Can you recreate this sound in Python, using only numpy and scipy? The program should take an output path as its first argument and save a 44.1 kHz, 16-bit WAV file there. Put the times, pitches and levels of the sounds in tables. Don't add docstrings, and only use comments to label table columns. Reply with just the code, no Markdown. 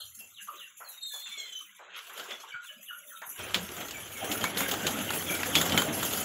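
import sys
import numpy as np
from scipy import signal
from scipy.io import wavfile
from scipy.ndimage import uniform_filter1d

SR = 44100
rng = np.random.default_rng(int(sys.argv[2]) if len(sys.argv) > 2 else 0)


def wav_out(sig):
    wavfile.write(sys.argv[1], SR, np.round(np.clip(np.atleast_2d(sig).T, -1, 1) * 32767).astype(np.int16))


def decibels_to_gain(level_db):
    exponent = np.asarray(level_db, float) / 20
    return 10 ** exponent


N = 275184
CONTROL_STEP = 32
CORNER_S = 3.385

# t/s, effort level/dB, heft (0 far and thin, 1 near and full)
FLOCK = [(0, -73.5, 0.48), (.4, -71, -0.43), (.75, -67, 0.13), (1.2, -67, -0.97), (1.45, -58.5, 0.11),
         (1.72, -67, -0.6), (2.1, -59, -0.13), (2.501, -61.5, -0.098), (2.9, -65.5, -0.31),
         (3.37, -65, -0.19), (3.392, -45.5, 0.84), (3.65, -50, 0.77), (4.0, -52, 0.98), (4.2, -48.5, 0.61),
         (4.56, -47.5, 1.13), (4.8, -43, 1.01), (5.5, -43.5, 1.03), (6.24, -47.5, 1.05)]
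# peak t/s, peak level/dB, heft
GUSTS = [(.54, -57.5, -.2), (1.35, -56, -0.77), (1.97, -49, 0.18), (2.05, -58, 0.38), (2.2, -46.5, 0.92),
         (2.309, -47, 0.98), (3.41, -50, .3), (3.56, -45.5, .9), (3.82, -49, 0.93), (4.24, -44, 0.93),
         (4.302, -44.5, 1.22), (4.44, -39.5, 1.08), (4.63, -40.5, 0.59), (4.86, -42, 1.14),
         (4.97, -48, 1.36), (5.3, -61, 0.47), (5.57, -41, 1.3), (5.728, -36.5, 1.24), (5.89, -41, 1.22),
         (6.001, -42, 1.12), (6.13, -45, 1)]
GUST_RISE_DB_S, GUST_FALL_DB_S = 250, 133
# level against effort/dB, loss when heft falls to 0/dB
LAYER_DB, THIN_DB = [-8.5, -2.6, 0.4, 0.2, 0.0], [17, 37.5, 14, 2.5, -1.5]
WALL_DB = [-32, -20, -3.5, 0.5, .5]


def wing_levels():
    now = control_time()
    s, db, heft = np.transpose(FLOCK)
    gust_s, gust_db, gust_heft = np.transpose(GUSTS)
    gusts = peaked(gust_s, gust_db, GUST_RISE_DB_S, GUST_FALL_DB_S)
    effort = np.vstack([np.interp(now, s, db), gusts])
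    thin = 1 - np.vstack([np.interp(now, s, heft), gust_heft[:, None] + 0 * now])
    levels = []
    for offset_db, loss_db, wall_db in zip(LAYER_DB, THIN_DB, WALL_DB):
        levels.append(total_db(effort + offset_db - loss_db * thin) + wall_db * behind_wall())
    return levels


# f/Hz, density level/dB per Hz
WASH_COLOUR = [(76, -36), (130, -10), (153, -1.5), (246, -1), (503, -2.5), (672, -3), (939, -9.5),
               (1410, 0.5), (1760, -4.5), (2420, -3), (3140, 1.5), (4200, -13.5), (5460, -45), (9240, -120)]


def wash(beat):
    return airy(wing_levels()[1:], [135, 330, 950, 2200, 4100], WASH_COLOUR, beat, count=6,
                patchy_db=4.5, quiet_db=-52.5, lump_db=2.0, lump_hz=44)


# t/s, peak level/dB, centre f/Hz, snap level/dB
CLAPS = [(0.475, -43.5, 1330, -4), (1.962, -40, 2940, -17), (1.9893, -36, 2900, -15),
         (2.1759, -33, 1490, 1), (2.196, -30, 2930, -4.5), (2.309, -34.5, 3300, -16),
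         (3.2178, -34, 1140, -8), (3.3911, -42, 1430, 6), (1.945, -41, 2600, -12), (3.5061, -33, 1430, -6),
         (3.8109, -32, 1950, -8), (3.8832, -33, 3320, 2), (4.6904, -26, 3250, -15), (4.9882, -28, 2400, -4),
         (5.2232, -28, 1640, -8), (5.6951, -23, 2990, -2), (5.7211, -22, 3030, -4), (6.1331, -25, 2280, 6),
         (3.5436, -10.5, 2700, -6.5), (3.6892, -31, 2030, -12), (3.7655, -32.5, 1480, 5),
         (3.908, -29, 3400, 0), (4.3144, -22, 3050, 2.5), (4.41, -26.5, 3250, -6), (4.4401, -15, 1630, -4),
         (4.572, -19, 2830, -3), (4.605, -17.5, 1410, -0.5), (4.7122, -22.5, 3270, 7.5),
         (4.738, -22.5, 1670, -4), (4.8668, -16.5, 2560, 4), (5.1039, -19, 1440, -5),
         (5.3504, -28, 3140, -10), (5.4311, -18.5, 2100, -22), (5.5528, -9, 3340, -1),
         (5.6128, -15.5, 1380, 3), (5.661, -21, 1437, 2.5), (5.7758, -9.5, 1890, -4),
         (5.8188, -17.5, 1330, -1), (6.028, -22, 1400, 8), (6.1084, -29, 3250, 8)]


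def claps():
    out, t = np.zeros(N + SR), np.arange(SR // 4) / SR
    crack = t / .0014 * np.exp(1 - t / 0.0011)
    tail_shape = 0.19 * np.minimum(t / 0.0042, 1) * decibels_to_gain(-60 * t / 0.14)
    for s, peak_db, hz, snap_db in CLAPS:
        air, other = rng.standard_normal((2, len(t)))
        snap = band(air, 1230, 1550) + band(air, 2600, 3630) + band(other, 6580, 7540)
        snap += 0.32 * band(other, 10600, 16600) + 0.036 * band(other, 5200, 5700, order=1)
        push = band(other, 186, 1060) * np.minimum(t / 0.0068, 1) * np.exp(-t / 0.055)
        body = band(air, hz / 1.94, hz * 1.53)
        noise = body / body.std() + decibels_to_gain(snap_db) * snap / snap.std()
        hit = crack * noise / np.abs(crack * noise).max()
        hit += tail_shape * noise + decibels_to_gain(-16.0 + snap_db) * push / push.max()
        i = round(s * SR)
        out[i:i + len(t)] += decibels_to_gain(peak_db) * hit
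    return out[:N]


# t/s, peak level/dB, f/Hz
THUMPS = [(4.294, -28, 258), (4.36, -28, 248), (4.532, -31, 231), (4.604, -26, 231), (4.845, -26, 423),
          (5.38, -30, 665), (5.483, -29, 183), (5.658, -28, 304), (5.714, -21, 210), (5.764, -22, 296),
          (5.878, -23, 315), (5.963, -27, 659), (6.118, -30, 312)]
THUMP_DB, THUMP_T60_S = -9.5, .17


def thumps():
    out, t = np.zeros(N + SR), np.arange(SR // 4) / SR
    shape = np.minimum(t / .006, 1) * decibels_to_gain(-60 * t / THUMP_T60_S)
    for s, db, hz in THUMPS:
        puff = band(rng.standard_normal(len(t)), hz / 1.3, hz * 1.3)
        i = round(s * SR)
        out[i:i + len(t)] += decibels_to_gain(db + THUMP_DB) * puff / puff.std() * shape
    return out[:N]


def boom_level():
    drone_db = -57.5 + WALL_DB[0] * behind_wall()
    return total_db(np.vstack([wing_levels()[0], drone_db]))


def boom():
    white = rng.standard_normal((2, N))
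    ringing, skirt = band(white[0], 83.6, 118.0), band(white[1], 44, 110)
    x = ringing / ringing.std() + .5 * skirt / skirt.std()
    return x * decibels_to_gain(full(boom_level()))


# t/s, level/dB, settling/dB per s, mellowness/dB
STIRS = [(0, -52, 64, -3), (.15, -53.5, 57, -1.5), (0.428, -51.5, 51, -2.5), (.78, -53.5, 32, -2),
         (1.08, -51.5, 22, -5.5), (1.14, -46.5, 128, -3.5), (1.3, -57.5, 6, 2), (1.62, -58.5, 45, -4),
         (1.77, -65.5, 113, 6), (1.97, -59.5, 11, 3.5), (2.031, -55.5, 76, 0.5), (2.179, -51.5, 53, 6),
         (2.41, -58.5, 84, 3), (2.62, -60, 7, 1), (2.82, -55.5, 25, -9), (3.07, -54.5, 35, -6),
         (3.27, -47.5, 96, -10), (3.39, -50, 5, 3.5), (3.55, -47.5, 13, 1.5), (3.88, -50.5, 4, 1.5),
         (4.12, -46.5, 6, -0.5), (4.31, -39, 55, -2.5), (4.44, -42, 85, 3.5), (4.58, -41, 13, -0.5),
         (4.72, -41.5, 21, 2.5), (4.87, -40.5, 18, -0.5), (5.12, -40.5, 3, -0.5), (5.55, -36.5, 28, 2.5),
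         (5.78, -39, 60, 1.5), (5.94, -38.5, 8, 0.5)]
STIR_RISE_DB_S = 693
# level at a -45 dB stir/dB, share of its swing followed, share of mellowness
RUSTLE_DB, RUSTLE_FOLLOWS, RUSTLE_MELLOW = [-57.5, -50, -45], [1.084, 0.93, 1.026], [1.36, 0.3, -0.36]
RUSTLE_FLOOR_DB = [-81, -69, -85]


def rustle_levels():
    now = control_time()
    s, db, settling, mellow = np.transpose(STIRS)
    swept = np.maximum(now - np.append(s[1:], N / SR)[:, None], 0)
    swing = peaked(s, db, STIR_RISE_DB_S, settling) - STIR_RISE_DB_S * swept + 45
    levels = []
    for ref_db, follows, share, floor_db in zip(RUSTLE_DB, RUSTLE_FOLLOWS, RUSTLE_MELLOW, RUSTLE_FLOOR_DB):
        stirred = ref_db + follows * swing + share * mellow[:, None]
        levels.append(total_db(np.vstack([stirred, floor_db + 0 * now])))
    return levels


# f/Hz, density level/dB per Hz
RUSTLE_COLOUR = [(2410, -32), (4100, -0.5), (5100, -1), (5680, 2), (6140, 10.5), (7440, 8.5), (7780, 7),
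                 (8420, -9), (9520, -6), (11400, 3.5), (13000, -6.5), (14900, -9.5), (15700, 1.5)]


def rustle(beat):
    return airy(rustle_levels(), [4097, 5726, 8160, 15850], RUSTLE_COLOUR, beat, count=13,
                patchy_db=2.0, quiet_db=-33, lump_db=2.5, lump_hz=57)


def crackle():
    sizes = decibels_to_gain(4.5 * np.minimum(rng.exponential(1, N), 4)) * rng.choice([-1, 1], N)
    ticks_per_s = 300 * decibels_to_gain(5 * full(slow(8)[0]))
    ticks = sizes * (rng.random(N) < ticks_per_s / SR)
    pitches = [250, 390, 620, 900, 1350, 1600, 2300, 2900, 3400, 6300, 7300, 11200, 14500]
    dealt = rng.integers(0, 13, N)
    out = np.zeros(N)
    for k, hz in enumerate(pitches):
        ring = band(ticks * (dealt == k) + 1e-18, hz / 1.05, hz * 1.07, order=1)
        out += ring * (3000 / hz) ** 0.59
    swish_db = wing_levels()[3] - 7.0 * behind_wall()
    return out / out.std() * decibels_to_gain(full(swish_db) - 7.5)


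# t/s, level/dB, settling/dB per s
SCUFFS = [
    (1.97, -60, 60),
    (2.035, -57, 90),
    (2.18, -52, 100),
    (2.3, -58, 60),
]


def scuff():
    s, db, settling = np.transpose(SCUFFS)
    hiss = band(rng.standard_normal(N), 4000, 15700)
    level = total_db(peaked(s, db, 500, settling)) + 1.5 * slow(30)[0]
    return hiss / hiss.std() * decibels_to_gain(full(level))


# t/s, length/s, from f/Hz, to f/Hz, level/dB
SQUEALS = [(.845, .095, 4450, 3730, -53), (.94, .08, 3720, 3780, -54), (1.01, .12, 4190, 4140, -49),
           (1.015, .095, 3770, 3640, -46), (1.1, .125, 3530, 3420, -46), (1.13, .12, 4230, 4190, -51),
           (1.225, .125, 3630, 3520, -45), (1.24, .11, 3450, 3280, -54), (1.25, .06, 3030, 2400, -56),
           (1.25, .1, 4050, 4130, -52), (1.3, .185, 2370, 2060, -51), (1.37, .055, 3420, 3260, -42),
           (1.37, .11, 4230, 4060, -51), (1.42, .09, 3170, 3130, -52), (1.45, .1, 3480, 3400, -51),
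           (1.515, .095, 3110, 3020, -44), (1.52, .085, 3990, 3810, -57)]
SQUEAL_DB, SLIDE_CURVE = -2.5, .75
SWELL_S, SWELL_DB, WARBLE_HZ, WARBLE_PER_S = 0.021, -7, 30, 18.5


def squeal():
    out = np.zeros(N)
    for s, length, from_hz, to_hz, db in SQUEALS:
        t = np.linspace(0, length, num=24)
        warble = WARBLE_HZ * np.sin(2 * np.pi * (WARBLE_PER_S * t + rng.random()))
        pitch = from_hz + (to_hz - from_hz) * (t / length) ** SLIDE_CURVE + warble
        swell = np.clip(1 - np.minimum(t, length - t) / SWELL_S, 0, 1)
        add(out, s + t, pitch, db + SQUEAL_DB + SWELL_DB * swell, rough=0.98, rough_hz=44.8)
    return out + decibels_to_gain(35) * band(out ** 2, 6000, 9000)


# t/s, from f/Hz, to f/Hz, level/dB, held/s
WHISTLES = [(0, 3490, 3160, -48.5, .03), (0, 4250, 4180, -54.5, .04), (0.185, 2800, 2720, -55, .05),
            (0.343, 3900, 2800, -49, .035), (0.383, 1950, 1620, -56, .03), (0.473, 1322, 1196, -41, .03),
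            (0.57, 4000, 2790, -48, .035), (0.618, 2050, 1888, -58, .04), (1.105, 1730, 1710, -58, .055),
            (2.306, 3370, 3410, -43, .025), (2.477, 3670, 3010, -52, .03), (2.51, 2400, 2280, -49, .03),
            (2.515, 4700, 4560, -67.5, .04), (2.53, 1679, 1430, -42, .045), (2.658, 3630, 2960, -49, .03),
            (2.855, 3630, 2890, -48, .045), (2.888, 1850, 1430, -45, .05), (3.101, 1926, 1350, -49, .035),
            (3.149, 3840, 3680, -58, .04), (3.915, 3120, 2306, -44.5, .025), (4.125, 3000, 2200, -48, .025),
            (4.625, 2300, 2130, -40, .02), (5.078, 3040, 2800, -37, .02), (5.288, 2450, 2330, -37, .014),
            (5.32, 2360, 2330, -42, .02), (5.38, 2240, 2136, -38, .016), (4.41, 3314, 3200, -39, .016),
            (5.518, 3430, 2850, -35, .012), (5.265, 3480, 3280, -37, .012), (4.345, 1450, 1410, -43, .025),
            (4.44, 2400, 2250, -38, .02), (4.65, 1700, 1620, -41, .012), (5.548, 3600, 3350, -29, .02),
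            (5.71, 3200, 3050, -36, .012), (5.77, 3300, 3120, -29, .01), (5.77, 1500, 1400, -32, .01),
            (2.69, 1750, 1680, -60, .04)]
GLIDE_S, GLIDE_HZ_PER_S = 0.008, 29000


def whistles():
    out = np.zeros(N)
    for s, from_hz, to_hz, db, hold in WHISTLES:
        glide = GLIDE_S + abs(from_hz - to_hz) / GLIDE_HZ_PER_S
        times = s + np.array([0, 0.35 * glide, .8 * glide, glide, glide + hold, glide + 1.9 * hold])
        pitch = to_hz + (from_hz - to_hz) * np.array([1.01, 0.85, .15, 0.03, -.03, -.06])
        level = db + np.array([-9.0, -10.0, -5.0, 3.0, -7.5, -18.0])
        add(out, times, pitch, level, rough=0.9, rough_hz=100)
    return out


# t/s, level/dB, centre f/Hz, width/octaves, T60/s
FLAPS = [(0, -54.5, 1410, 0.47, 0.21), (0, -63, 605, 0.95, .3), (0, -65, 95, 0.63, 1.4),
         (.2, -62, 600, 1.3, 0.5), (3.27, -61.5, 200, 2.4, 0.72), (3.071, -65, 265, 0.41, .4),
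         (0.169, -64, 228, 0.63, 0.5), (4.21, -36.5, 706, 0.38, 0.55), (0, -45, 3450, 0.39, 0.27),
         (0.885, -41.5, 11500, 0.23, .2), (.175, -62, 1700, 0.95, 0.39), (0.801, -47, 1000, 1.8, 0.5),
         (.803, -47, 1410, .2, .25), (.803, -48, 1050, .25, .2), (1.14, -56, 800, .3, .25),
         (1.26, -66, 200, .4, .3), (1.61, -66, 290, .3, .2), (.41, -64, 190, .4, .3),
         (1.135, -50, 870, 1.56, 0.33), (1.256, -47, 1840, 1.8, 0.42), (1.37, -59.5, 520, 0.98, 0.72),
         (1.79, -49, 860, 2.1, 0.72), (2.095, -45, 1220, 1.05, 0.35), (.365, -56, 3300, .45, .4),
         (.59, -56, 3300, .45, .4), (.39, -58, 2100, .5, .5), (1.9, -53, 2400, 1.3, .5),
         (2.25, -48, 1100, .8, .3), (2.433, -45, 1040, 0.6, 0.25), (2.535, -59, 129, 0.79, 0.13),
         (2.755, -57, 204, 0.47, 0.29), (3.22, -39.5, 1220, 1.3, 0.28), (3.55, -36, 192, 0.31, 0.48)]


def flaps():
    out, t = np.zeros(N + SR), np.arange(SR // 2) / SR
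    for s, db, hz, octaves, t60 in FLAPS:
        half = 2 ** (octaves / 2)
        puff = band(rng.standard_normal(len(t)), hz / half, hz * half, order=3)
        shape = np.minimum(t / 0.0048, 1) * decibels_to_gain(-60 * t / t60)
        i = round(s * SR)
        out[i:i + len(t)] += decibels_to_gain(db) * puff / puff.std() * shape
    return out[:N]


# t/s, f/Hz, level/dB
COO = [
    [(0.45, 609, -90), (0.55, 550, -68), (0.62, 570, -85)],
    [(2.7, 600, -90), (2.715, 610, -70), (2.77, 590, -84), (2.8, 620, -71), (2.86, 600, -92),
     (2.95, 540, -82), (3.08, 600, -70), (3.11, 570, -82), (3.2, 512, -87)],
]


def coo():
    out = np.zeros(N)
    for hum in COO:
        add(out, *np.transpose(hum), rough=1.8, rough_hz=70.0)
    return out


def loft(x):
    t = np.arange(SR // 2) / SR
    tail = rng.standard_normal(len(t)) * decibels_to_gain(-60 * t / 0.25) * (t > .004)
    return x + decibels_to_gain(-4.0) * signal.fftconvolve(x, tail / np.sqrt(np.sum(tail ** 2)))[:N]


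THROB_S, THROB_FIRST_S, THROB_DB = .215, .2, 6.5


def residue():
    white = rng.standard_normal((2, N))
    pulse = np.cos(2 * np.pi * (np.arange(N) / SR - THROB_FIRST_S) / THROB_S)
    throb = decibels_to_gain(THROB_DB * pulse + full(slow(6.1)[0])) * band(white[1], 172, 213)
    return decibels_to_gain(-68.5) * band(white[0], 25, 310, order=1) + decibels_to_gain(-59.5) * throb


def airy(levels, splits, colour, beat, count, patchy_db, quiet_db, lump_db, lump_hz):
    hz, db = np.transpose(colour)
    white, lumps = rng.standard_normal((2, N)), slow(lump_hz, rows=len(levels))
    out = np.zeros(N)
    for k, level in enumerate(levels):
        edges = np.geomspace(splits[k], splits[k + 1], count + 1)
        faint = np.clip((quiet_db - level) / 20, 0, 1)
        shape = decibels_to_gain(np.interp(np.log(edges[1:] * edges[:-1]) / 2, np.log(hz), db))
        shape /= np.sqrt(np.sum(shape ** 2 * np.diff(edges)) * 2 / SR)
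        gust_db = level + lump_db * (0.8 * beat + 0.5 * lumps[k])
        for j, patch in enumerate(slow(14, rows=count)):
            gain = shape[j] * decibels_to_gain(gust_db + (2.4 + patchy_db * faint) * patch)
            out += full(gain) * band(white[j % 2], edges[j], edges[j + 1], order=3)
    return out


def add(out, s, hz, db, rough, rough_hz):
    i = round(s[0] * SR)
    t = np.arange(i, round(s[-1] * SR)) / SR
    white = rng.standard_normal((2, len(t) + 4000))
    shake = signal.sosfilt(signal.butter(2, rough_hz, fs=SR, output="sos"), white[0] + 1j * white[1])
    shake = 1 + rough * (shake / shake.std())[2000:2000 + len(t)]
    turn = np.exp(2j * np.pi * np.cumsum(np.interp(t, s, hz)) / SR)
    fade = np.clip(np.minimum(t - s[0], s[-1] - t) / 0.00079, 0, 1)
    out[i:i + len(t)] += np.sqrt(2) * fade * decibels_to_gain(np.interp(t, s, db)) * np.imag(shake * turn)


def strokes(per_s, fade_s):
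    count = N // CONTROL_STEP + 2
    starts = rng.exponential(1, count) * (rng.random(count) < per_s * CONTROL_STEP / SR)
    sinking = signal.lfilter([1], [1, -np.exp(-CONTROL_STEP / SR / fade_s)], starts)
    x = np.log(0.091 + sinking)
    return (x - x.mean()) / x.std()


def slow(rate_hz, rows=1):
    r = np.exp(-2 * CONTROL_STEP * np.pi * rate_hz / SR)
    white = rng.standard_normal((rows, N // CONTROL_STEP + 802))
    x = signal.lfilter([1], [1, -2 * r, r * r], white)[:, 800:]
    return x / x.std(axis=1, keepdims=True)


def control_time():
    return np.arange(N // CONTROL_STEP + 2) * CONTROL_STEP / SR


def behind_wall():
    return control_time() < CORNER_S


def full(x):
    return np.interp(np.arange(N) / CONTROL_STEP, np.arange(len(x)), x)


def peaked(s, db, rise_db_s, fall_db_s):
    since = control_time() - s[:, None]
    fall = np.reshape(fall_db_s, (-1, 1)) * since
    return db[:, None] + np.where(since < 0, rise_db_s * since, -fall)


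def total_db(rows_db):
    return 10 * np.log10(np.sum(decibels_to_gain(2 * rows_db), axis=0) + 1e-30)


def band(x, low_hz, high_hz, order=2):
    edges = [low_hz, min(high_hz, .45 * SR)]
    return signal.sosfilt(signal.butter(order, edges, "band", fs=SR, output="sos"), x)


def scene():
    beat = strokes(per_s=30, fade_s=0.013)
    wings = wash(beat) + claps() + thumps() + boom()
    litter = rustle(beat) + crackle() + scuff()
    calls = loft(squeal() + whistles() + coo())
    return (wings + litter + calls + flaps())[None]


GATE_DB, GATE_DEPTH_DB, GATE_S = -54.5, -18, .035


def gate(x):
    _, _, z = signal.stft(x, nperseg=768, noverlap=576)
    keep = np.exp(-192 / SR / GATE_S)
    power = signal.lfilter([1 - keep], [1, -keep], uniform_filter1d(np.abs(z) ** 2, size=3, axis=1))
    gain = np.maximum(1 - decibels_to_gain(2 * (GATE_DB - 33.5)) / (power + 1e-20), decibels_to_gain(GATE_DEPTH_DB))
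    return signal.istft(z * gain, nperseg=768, noverlap=576)[1][:, :N]


def top_cut(x):
    return signal.sosfilt(signal.butter(12, 16870, fs=SR, output="sos"), x)


def record(dry):
    x = signal.sosfilt(signal.butter(2, 50, "high", fs=SR, output="sos"), gate(dry)) + residue()
    top = signal.sosfilt(signal.ellip(10, .5, 50, 15660, fs=SR, output="sos"), x)
    return top_cut(top + decibels_to_gain(-66) * x)


dry = scene()
out = record(dry)
wav_out(out)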